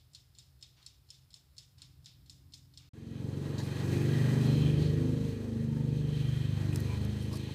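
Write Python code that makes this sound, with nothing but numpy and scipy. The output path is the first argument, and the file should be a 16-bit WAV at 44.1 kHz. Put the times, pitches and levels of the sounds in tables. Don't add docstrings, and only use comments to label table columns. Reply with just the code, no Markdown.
import sys
import numpy as np
from scipy import signal
from scipy.fft import rfft, irfft, next_fast_len
from scipy.io import wavfile
from scipy.ndimage import uniform_filter1d

SR = 44100
rng = np.random.default_rng(int(sys.argv[2]) if len(sys.argv) > 2 else 0)


def voltage_ratio(level):
    return 10 ** (np.asarray(level, float) / 20)


def inscribe(sig):
    pcm = np.round(np.clip(np.atleast_2d(sig).T, -1, 1) * 32767)
    wavfile.write(sys.argv[1], SR, pcm.astype(np.int16))


N = 332514

# mode_hz, level_db, t60_s
TOCK_MODES = [(3770, -7, 0.11), (4320, 9, 0.022), (4850, -4, 0.029), (5200, 4, 0.036), (5900, -43, .015),
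              (6370, -23, 0.016), (7080, -1, 0.018), (7440, 2, 0.016), (8200, -11, 0.048),
              (10100, -6, 0.016)]
# centre_hz, width_hz, level_db
CASING = [(831.4, 10, -6), (1657, 30, -9), (1906, 28, -9), (2486, 150, -11), (3144, 100, -9.5),
          (3960, 94, -16), (4270, 480, -10.5)]
NEARER_DB = 8


def unit(x):
    return x / np.sqrt(np.mean(x ** 2))


def curves(table):
    s, *columns = np.transpose(table)
    return [np.interp(np.arange(N) / SR, s, c) for c in columns]


def shape_db(table, hz):
    points = np.array(table)
    return np.interp(np.log(hz + 1), np.log(points[:, 0]), points[:, 1])


def noise(table, lo_hz, hi_hz, rings=()):
    size = next_fast_len(N, real=True)
    hz = np.fft.rfftfreq(size, 1 / SR) + 1
    edges = 1 / (1 + (lo_hz / hz) ** 6) / (1 + (hz / hi_hz) ** 6)
    lift = 1
    for centre_hz, width_hz, db in rings:
        lift = lift + voltage_ratio(db + 11.5) / (1 + ((hz - centre_hz) / (width_hz / 2)) ** 2)
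    spectrum = rfft(rng.standard_normal(size)) * voltage_ratio(shape_db(table, hz)) * edges * lift
    return unit(irfft(spectrum, size)[:N])


def walk(rate):
    hold = int(SR / 32 / rate)
    held = np.repeat(rng.standard_normal(N // (32 * hold) + 2), hold)
    slewed = uniform_filter1d(uniform_filter1d(held, hold), hold)
    return 1.3 * np.interp(np.arange(N) / 32, np.arange(len(slewed)), slewed)


def decay(t60, length=.4):
    return np.exp(-np.log(1000) * np.arange(int(length * SR)) / SR / t60)


def add(out, s, sound):
    i = int(s * SR)
    out[i:i + len(sound)] += sound[:len(out) - i]


def strike(modes, rattle_s, rattle_db):
    t = np.arange(SR // 8) / SR
    chance = rng.standard_normal((len(modes), 2))
    ring = 0
    for (hz, db, t60), (louder, sharper) in zip(modes, chance):
        tone = np.sin(2 * np.pi * hz * (1 + 0.0073 * sharper) * t)
        ring = ring + voltage_ratio(db + 2.8 * louder) * decay(0.64 * t60, .13)[:len(t)] * tone
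    force = decay(.0025) + voltage_ratio(rattle_db) * decay(rattle_s)
    contacts = rng.standard_normal(2048) * force[:2048]
    small = signal.butter(4, [3150, 9800], "band", fs=SR, output="sos")
    hit = signal.sosfilt(small, signal.fftconvolve(ring, contacts)[:len(t)])
    return hit / np.abs(hit).max()


def timer():
    # mode_hz, level_db, t60_s
    tick_modes = [(3200, -15, .12), (3790, -6, 0.036), (4350, 2, 0.029), (4800, 1, 0.025),
                  (5250, 5.5, 0.021), (6300, -8, 0.012), (6780, -0.5, 0.013), (7180, -7, 0.018),
                  (8130, -10, 0.022), (8350, -15, 0.024), (9960, -17, .015)]
    # corner_hz, level_db (per Hz)
    case = [(590, -38), (1000, -4), (1790, 4), (2230, 1), (3450, -6.5), (5100, -1), (6340, -4.5),
            (7360, -2.5), (9580, -11), (14000, -14), (15500, -19)]
    # centre_hz, width_hz, level_db
    tin = [(3620, 500, -6), (4340, 350, -20), (5180, 290, -8), (7200, 510, -24)]
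    # (lead_s, level_db)
    tick = (.1481, -22.5, [(.0152, -46), (.035, -62)])
    tock = (.3857, -24, [(.0368, -46.5), (0.027, -64)])
    tick_db = (-41.5, -41, -40, -39.5, -41, -41)
    tock_db = (-42.5, -39.5, -42, -40.5, -40.5, -40)
    beat_s = .4777
    dry, dull, bright = np.zeros(N), np.zeros(N), np.zeros(N)
    add(dull, 0, voltage_ratio(-71.5) * decay(0.32))
    add(bright, 0, voltage_ratio(-77) * decay(0.23))
    ways = ((tick, tick_db, tick_modes, -15), (tock, tock_db, TOCK_MODES, -20))
    for (first, drop_tail_db, touches), drops_db, modes, rattle_db in ways:
        blows = [(0.00066, drops_db, drop_tail_db, modes, 0.039, rattle_db, 4)]
        for lead, db in touches:
            levels_db = db + 1.1 * rng.standard_normal(len(drops_db))
            blows.append((lead, levels_db, -31.5, TOCK_MODES, .03, -12, -7))
        for lead, levels_db, tail_db, ring, rattle_s, shake_db, blow_db in blows:
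            for beat, db in enumerate(levels_db):
                s = first - lead + beat_s * beat
                tilt_db = 2.1 * rng.standard_normal()
                dull_tail = decay(0.42) + 0.62 * decay(0.097)
                bright_tail = decay(0.36) + 2.2 * decay(0.031)
                add(dry, s + .0008, voltage_ratio(db + blow_db) * strike(ring, rattle_s, shake_db))
                add(dull, s + 0.0033, voltage_ratio(db + tail_db - tilt_db) * dull_tail)
                add(bright, s + 0.0041, voltage_ratio(db + tail_db + tilt_db) * bright_tail)
    tail = dull * noise(case, 3080, 4340, tin) + bright * noise(case, 3800, 11700, tin)
    body = voltage_ratio(-21.5) * dull * noise(case, 570, 2800)
    panel = voltage_ratio(-7.5) * uniform_filter1d(dull, SR // 20) * noise(case, 4950, 5400)
    return dry + panel + (tail + body) * voltage_ratio(1.2 * walk(60))


def nearer():
    arrives_s, arrival_s = 1.71, 0.13
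    return np.clip((np.arange(N) / SR - arrives_s) / arrival_s, 0, 1)


def idle():
    # start_s, pitch_hz, level_db
    sixth = [
        (0.0, 122.3, -67),
        (0.1, 128.7, -71),
        (0.76, 129.3, -66.5),
        (0.84, 127, -74),
        (1.21, 134.4, -69),
        (1.41, 130, -73),
        (1.5, 133.2, -73),
        (1.83, 129.4, -65.5),
        (2.89, 130.6, -63.5),
    ]
    # multiple, level_db
    orders = [(3, 7), (4, 13), (7, 10), (8, 3), (13, 2.5)]
    hz, db = curves(sixth)
    phase = 2 * np.pi * np.cumsum(hz) / SR / 6
    out = voltage_ratio(db) * np.cos(6 * phase + walk(6))
    others_db = -94 + 1.53 * NEARER_DB * nearer()
    for k, order_db in orders:
        out += voltage_ratio(others_db + order_db + 1.8 * walk(3.8)) * np.cos(k * phase + 1.25 * walk(7.6))
    return np.sqrt(2) * out


def rub():
    # start_s, level_db
    touches = [
        (.76, -68),
        (1.77, -70.5),
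        (2.79, -70),
    ]
    attack_s, hold_s, t60_s = 0.014, 0.062, 0.44
    t, touch = np.arange(SR // 2) / SR, np.zeros(N)
    for s, db in touches:
        fall_db = 60 * np.maximum(t - hold_s, 0) / t60_s
        add(touch, s, voltage_ratio(db - fall_db) * np.minimum(t / attack_s, 1))
    return touch * noise([(800, 0), (1800, -8.0), (3800, -1.0)], 910, 5700)


def kitchen():
    # corner_hz, level_db (per Hz)
    room = [(18, -35), (30, -22), (66, 1), (123, -4.5), (152, -7), (202, -12), (292, -14.5), (467, -26),
            (2490, -32), (3590, -31), (5170, -27.5), (5890, -36.5), (15500, -32)]
    rumble_db, drone_db = -66, -84.5
    bass = voltage_ratio(rumble_db + 0.63 * walk(22) + 1.4 * walk(3.06)) * noise(room, 40, 173)
    drone = voltage_ratio(drone_db + NEARER_DB * nearer() + 2.4 * walk(4.53)) * noise(room, 183, 390)
    hiss = voltage_ratio(-74.0) * noise(room, 310, 27000)
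    return bass + drone + idle() + rub() + hiss


def strays():
    # start_s, peak_db
    grazes = [
        (1.3315, -51),
        (.379, -58),
    ]
    # start_s, pitch_hz, level_db
    appliance = (2, 14002, -91)
    t, out = np.arange(N) / SR, np.zeros(N)
    for s, db in grazes:
        add(out, s, voltage_ratio(db) * strike(TOCK_MODES, .02, -12))
    start, hz, db = appliance
    onset = np.clip((t - start) / .08, 0, 1)
    tone = np.sin(2 * np.pi * hz * t + .8 * walk(30))
    return out + np.sqrt(2) * voltage_ratio(db + 2.5 * walk(12)) * onset * tone


def server():
    # start_s, peak_db, t60_s, centre_hz
    knocks = [(2.793, -52, .09, 2700), (7.312, -41, .1, 1000), (3.59, -37, .13, 890),
              (3.6, -37, 0.093, 1800), (3.581, -35.5, 0.3, 4300), (3.581, -35.5, 0.17, 6360),
              (6.725, -37, 0.076, 2428), (3.585, -47, .1, 2900), (7.33, -36.5, 0.13, 1006),
              (7.33, -38, .1, 649), (7.33, -36.5, 0.09, 5250), (7.355, -44, 0.053, 5440),
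              (7.49, -39, 0.085, 889)]
    # start_s, peak_db, t60_s, centre_hz
    clicks = [(3.5809, -50, .02, 5500), (6.7316, -36, .014, 5000), (6.738, -44, .01, 7000),
              (6.7474, -37, .02, 4500), (6.7588, -23, .007, 6500), (6.759, -25, .009, 2100),
              (6.761, -36, .02, 9000), (6.773, -35, .008, 7010), (6.7985, -34, .014, 11000),
              (6.8035, -28, .014, 8000), (7.0497, -34, .008, 7500), (7.1702, -46, .01, 6000),
              (7.3295, -38, .014, 6020), (7.4366, -42, .01, 4505)]
    # centre_hz, peak_db
    blade = [(5200, -30), (7700, -34), (8630, -34), (10400, -33)]
    blade_s, blade_t60_s = 6.7588, 0.011
    blade_rings = [(blade_s, db, blade_t60_s, hz) for hz, db in blade]
    out = np.zeros(N)
    for events, spread in ((clicks, 2.4), (knocks, 1.12), (blade_rings, 1.05)):
        for s, db, t60, hz in events:
            limits = [hz / spread, min(hz * spread, .45 * SR)]
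            band = signal.butter(2, limits, "band", fs=SR, output="sos")
            burst = signal.sosfilt(band, rng.standard_normal(int(.4 * SR))) * decay(t60)
            add(out, s, voltage_ratio(db - 7.5) * burst / np.abs(burst).max())
    return out


def exhaust(phase, hz, level_db, tilt_db):
    # corner_hz, level_db
    pipe = [(24, -54), (40, -59), (59, -10), (136, -1.5), (159, -3), (179, -18), (224, -8), (318, -14.5),
            (337, -16), (371, -31), (418, -17.5), (700, -44.5), (910, -68), (1540, -120)]
    pipe_db = (2.5, 0.5, -5.5, -4.5)
    # start_s, length_s, partial, gain_db
    echoes = [(2.933, 0.32, 10, 10), (2.94, 0.5, 8, 4.5), (2.94, 1.32, 8, 12.5), (2.98, 1.71, 16, 11),
              (3.66, 0.9, 15, 7.5), (3.752, 0.52, 14, 10), (3.824, 0.18, 11, 5), (3.82, 0.52, 12, 8),
              (4.264, 0.29, 9, 9), (4.408, 0.69, 6, 5), (4.456, 0.49, 7, 3), (4.575, 0.8, 14, 7),
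              (4.704, 0.46, 17, 10.5), (4.74, 0.96, 18, 10.5), (4.901, 0.3, 13, 15), (4.95, 0.48, 10, 10.5),
              (5.06, 0.58, 19, 3), (5.142, 0.2, 8, 14), (5.258, 0.4, 15, 16), (5.26, 0.93, 9, 8.5),
              (5.74, 0.6, 19, 9), (5.74, 1.9, 15, 8), (6.248, 0.76, 14, 12), (6.585, 0.2, 12, 8),
              (6.58, 2.03, 8, 9), (7.219, 0.31, 13, 12), (7.35, .2, 7, 8), (3.42, .42, 3, 12),
              (3.498, 0.23, 7, 8.5), (4.12, 0.25, 8, 9), (4.38, .5, 4, 2.5), (4.62, 0.33, 7, 8),
              (5.1, .65, 2, 14), (5.15, 0.33, 11, 9), (4.15, 0.44, 16, 6.5), (4.4, 0.24, 12, 6),
              (4.983, .55, 16, 7.5), (5.85, 0.37, 17, 8.5), (5.46, .18, 6, 7.5), (6.2, .25, 12, 8),
              (6.78, .16, 9, 9.5), (7.15, .3, 11, 7), (5.48, 0.24, 8, 4), (5.75, 0.31, 11, 3.5),
              (6.58, .3, 8, 9), (2.93, .18, 8, 10), (5.25, .2, 14, 9), (4.38, .4, 11, 5),
              (5.94, .16, 11, 8)]
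    # start_s, length_s, partial, gain_db
    dips = [(3.101,1.54,3,-34), (3.9,1.03,4,-11.5), (4.5,0.45,10,-7), (4.6,0.63,11,-7), (5.15,0.69,7,-16),
            (5.3,0.33,6,-33), (5.3,0.24,5,-3), (5.3,1.65,3,-11), (5.575,0.96,4,-17), (5.98,1.4,10,-5),
            (6.15,0.33,12,-5), (6.78,0.87,6,-10.5), (7.0,.54,14,-9), (2.94, 1.04, 18, -9),
            (3.1, .4, 8, -8), (5.0, 0.37, 16, -10), (5.1, 0.43, 18, -5.5), (5.95, .25, 5, -5.5),
            (3.298, .25, 5, -13), (6.85, .15, 6, -7), (7.2, .34, 12, -4), (3.4, 0.37, 8, -16),
            (4.0, .3, 11, -12), (3.95, .45, 7, -10), (4.26, .28, 19, -12), (4.4, .4, 13, -9),
            (4.6, .34, 9, -8), (4.62, .28, 10, -7), (4.63, .16, 8, -16), (4.26, .16, 14, -12),
            (4.14, .16, 18, -12), (4.03, .38, 20, -8), (5.1, .3, 14, -9), (5.05, .26, 17, -14),
            (5.22, .2, 13, -9), (5.75, .35, 7, -10), (5.82, 0.14, 8, -12), (5.6, .28, 13, -9),
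            (5.95, .15, 4, -9), (6.06, .3, 10, -9), (5.58, .16, 10, -10), (6.32, 0.39, 7, -11),
            (6.66, .16, 11, -8), (6.66, .26, 13, -10), (6.66, .16, 15, -12), (6.9, 0.15, 7, -10),
            (7.2, .34, 9, -9), (7.15, 0.25, 16, -11), (4.1, .32, 13, -13), (6.2, .28, 11, -10)]
    out = 0
    uneven = .012 * walk(22)
    for k in range(2, 24):
        group = (k > 4) + (k > 6) + (k > 12)
        swell_db = (0.9, 0.7, 2.94, 3.32)[group] * walk(7) + tilt_db * np.log2(k / 5.6) + pipe_db[group]
        for start, length, partial, db in echoes + dips:
            if k == round(partial):
                add(swell_db, start, db * np.sqrt(np.hanning(int(length * SR))))
        rough = .021 * walk(14)
        late = 0.913 * k - 0.0699 * k ** 2 + k * (0.1 * walk(1.498) + uneven + rough)
        gain = voltage_ratio(shape_db(pipe, k * hz[::8]) + swell_db[::8])
        out += gain * np.cos((k * phase - late)[::8])
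    return voltage_ratio(level_db) * signal.resample_poly(out, 8, 1)[:N]


def casing():
    # start_s, end_s, pitch_hz, level_db (over the rasp)
    swells = [(4.0, 4.55, 1900, -.6), (4.0, 4.42, 1623, -2), (3.8, 4.15, 2490, -3.5),
              (4.3, 4.94, 2500, -1.5), (4.35, 5.06, 3160, 0.5), (3.2, 3.95, 4150, -8.5),
              (4.4, 4.72, 4100, 1), (4.75, 4.95, 4120, 2.5), (5.75, 6.65, 3170, 1.5), (6.9, 7.6, 3100, -5),
              (6.6, 7.1, 4050, -3.5), (7.25, 7.6, 4050, 0), (5.9, 7.1, 1900, -7), (5.6, 6.1, 903, 0.5),
              (6.84, 6.98, 2430, 6), (6.86, 7.0, 990, 8)]
    out = np.zeros(N)
    for start, end, hz, db in swells:
        size = int((end - start) * SR)
        nearest = min(CASING, key=lambda mode: abs(mode[0] - hz))
        width = nearest[1] + 25
        ring = signal.lfilter(*signal.iirpeak(hz, hz / width, SR), rng.standard_normal(2 * SR))[:size]
        add(out, start, voltage_ratio(db) * np.sqrt(np.hanning(size)) * unit(ring) * voltage_ratio(2.8 * walk(8.5)[:size]))
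    return out


def mechanics(phase, bark_db):
    # start_s, rasp_db, whine_db (relative)
    rasp = [(2.93, -75, 3), (3.16, -67.5, 4.5), (3.38, -63, 3), (3.53, -60.5, 1), (3.7, -56, 1.5),
            (4.19, -53, 1), (4.32, -52, 0), (4.8, -58, 3), (5.73, -64.5, 1.5), (5.92, -65, 4.5),
            (6.24, -61.5, 6.5), (6.79, -58, 2), (7.17, -61.5, 6.5), (7.54, -62.5, 10.5)]
    # corner_hz, level_db (per Hz)
    road_shape = [(18, -58), (30, -20), (83, -15), (137, -6), (192, -9.5), (455, -17), (747, -34),
                  (852, -34), (1360, -34), (1910, -31), (2180, -36.5), (4090, -38), (5450, -48),
                  (8280, -56), (15500, -61)]
    rasp_db, whine_db = curves(rasp)
    head_on_db, turns_s = 2.2, 4.4
    roar_db = 3.5 + head_on_db * np.clip(turns_s - np.arange(N) / SR, 0, 1)
    hiss_db = -2.5 + 0.36 * whine_db + 1.0 * walk(25)
    hiss = noise(road_shape, 4950, 20000, [(6310, 200, -11), (8170, 470, -12.0)])
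    out = voltage_ratio(hiss_db) * hiss + casing()
    bands = ((540, 1360, roar_db), (1320, 2530, -1.1), (2230, 4630, whine_db - 1.5))
    for lo_hz, hi_hz, db in bands:
        out += voltage_ratio(db + 1.2 * walk(15)) * noise(road_shape, lo_hz, hi_hz, CASING)
    waver = voltage_ratio(0.56 * np.cos(phase) + 0.58 * walk(30))
    road = voltage_ratio(1.47 * walk(8)) * noise(road_shape, 39, 750)
    return voltage_ratio(rasp_db) * waver * out + voltage_ratio(bark_db) * road


def crumbs():
    # start_s, length_s, level_db
    rustles = [
        (3.576, 0.095, -63),
        (7.205, 0.06, -63),
        (7.327, .05, -56.5),
    ]
    cracks_per_s = 1900
    cracks = np.zeros(N)
    for s, length, db in rustles:
        chance = rng.random((2, int(length * SR)))
        add(cracks, s, voltage_ratio(db) * unit((chance[0] < cracks_per_s / SR) * np.log(chance[1])))
    grain = unit(rng.standard_normal(256) * decay(.006)[:256]) / 16
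    grit = signal.fftconvolve(cracks, grain)[:N]
    out = np.zeros(N)
    for hz, q, db in ((5270, 3.4, 12.0), (8000, 6.6, 1), (10900, 5.8, 2.6)):
        out += voltage_ratio(db) * signal.lfilter(*signal.iirpeak(hz, q, SR), grit)
    return out


def scene():
    # start_s, end_s
    cut_s = (2.892, 2.933)
    # start_s, firing_hz, exhaust_db, brightness_db (per octave)
    ride = [(2.93, 21.8, -51, 4.5), (3.29, 23.28, -36.5, 3.5), (3.56, 23.39, -34.5, 3.5),
            (3.76, 23.1, -36, 2.5), (3.95, 24.4, -29, 2.5), (4.25, 24.65, -25.5, 0.2),
            (4.68, 24.88, -27, 3.5), (4.86, 25.31, -29.5, 3), (5.18, 25.77, -32, 2.5),
            (5.4, 25.17, -36.5, 3.5), (5.6, 24.99, -32.5, 2.2), (5.95, 24.85, -27.5, -2.5),
            (6.28, 24.63, -29, -4.5), (6.58, 25.11, -32, -2), (6.77, 24.52, -31.5, -0.5),
            (7.0, 25.68, -32.5, -1.0), (7.3, 26.2, -35.5, 1.5), (7.54, 26.03, -39, 1.1)]
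    t = np.arange(N) / SR
    hz, level_db, tilt_db = curves(ride)
    phase = 2 * np.pi * np.cumsum(hz) / SR
    bike = exhaust(phase, hz, level_db, tilt_db) + mechanics(phase, level_db + 0.98 * tilt_db - 14.0)
    first = np.clip((cut_s[0] - t) / 0.0039, 0, 1) * (timer() + kitchen() + strays())
    second = np.clip((t - cut_s[1]) / 0.00295, 0, 1) * bike + server() + crumbs()
    return (first + second)[None]


def top_cut(x):
    return signal.sosfilt(signal.butter(12, 15730, fs=SR, output="sos"), x)


def record(dry):
    low_pass = signal.ellip(10, .2, 80, 15430, fs=SR, output="sos")
    return top_cut(signal.sosfilt(low_pass, dry))


dry = scene()
out = record(dry)
inscribe(out)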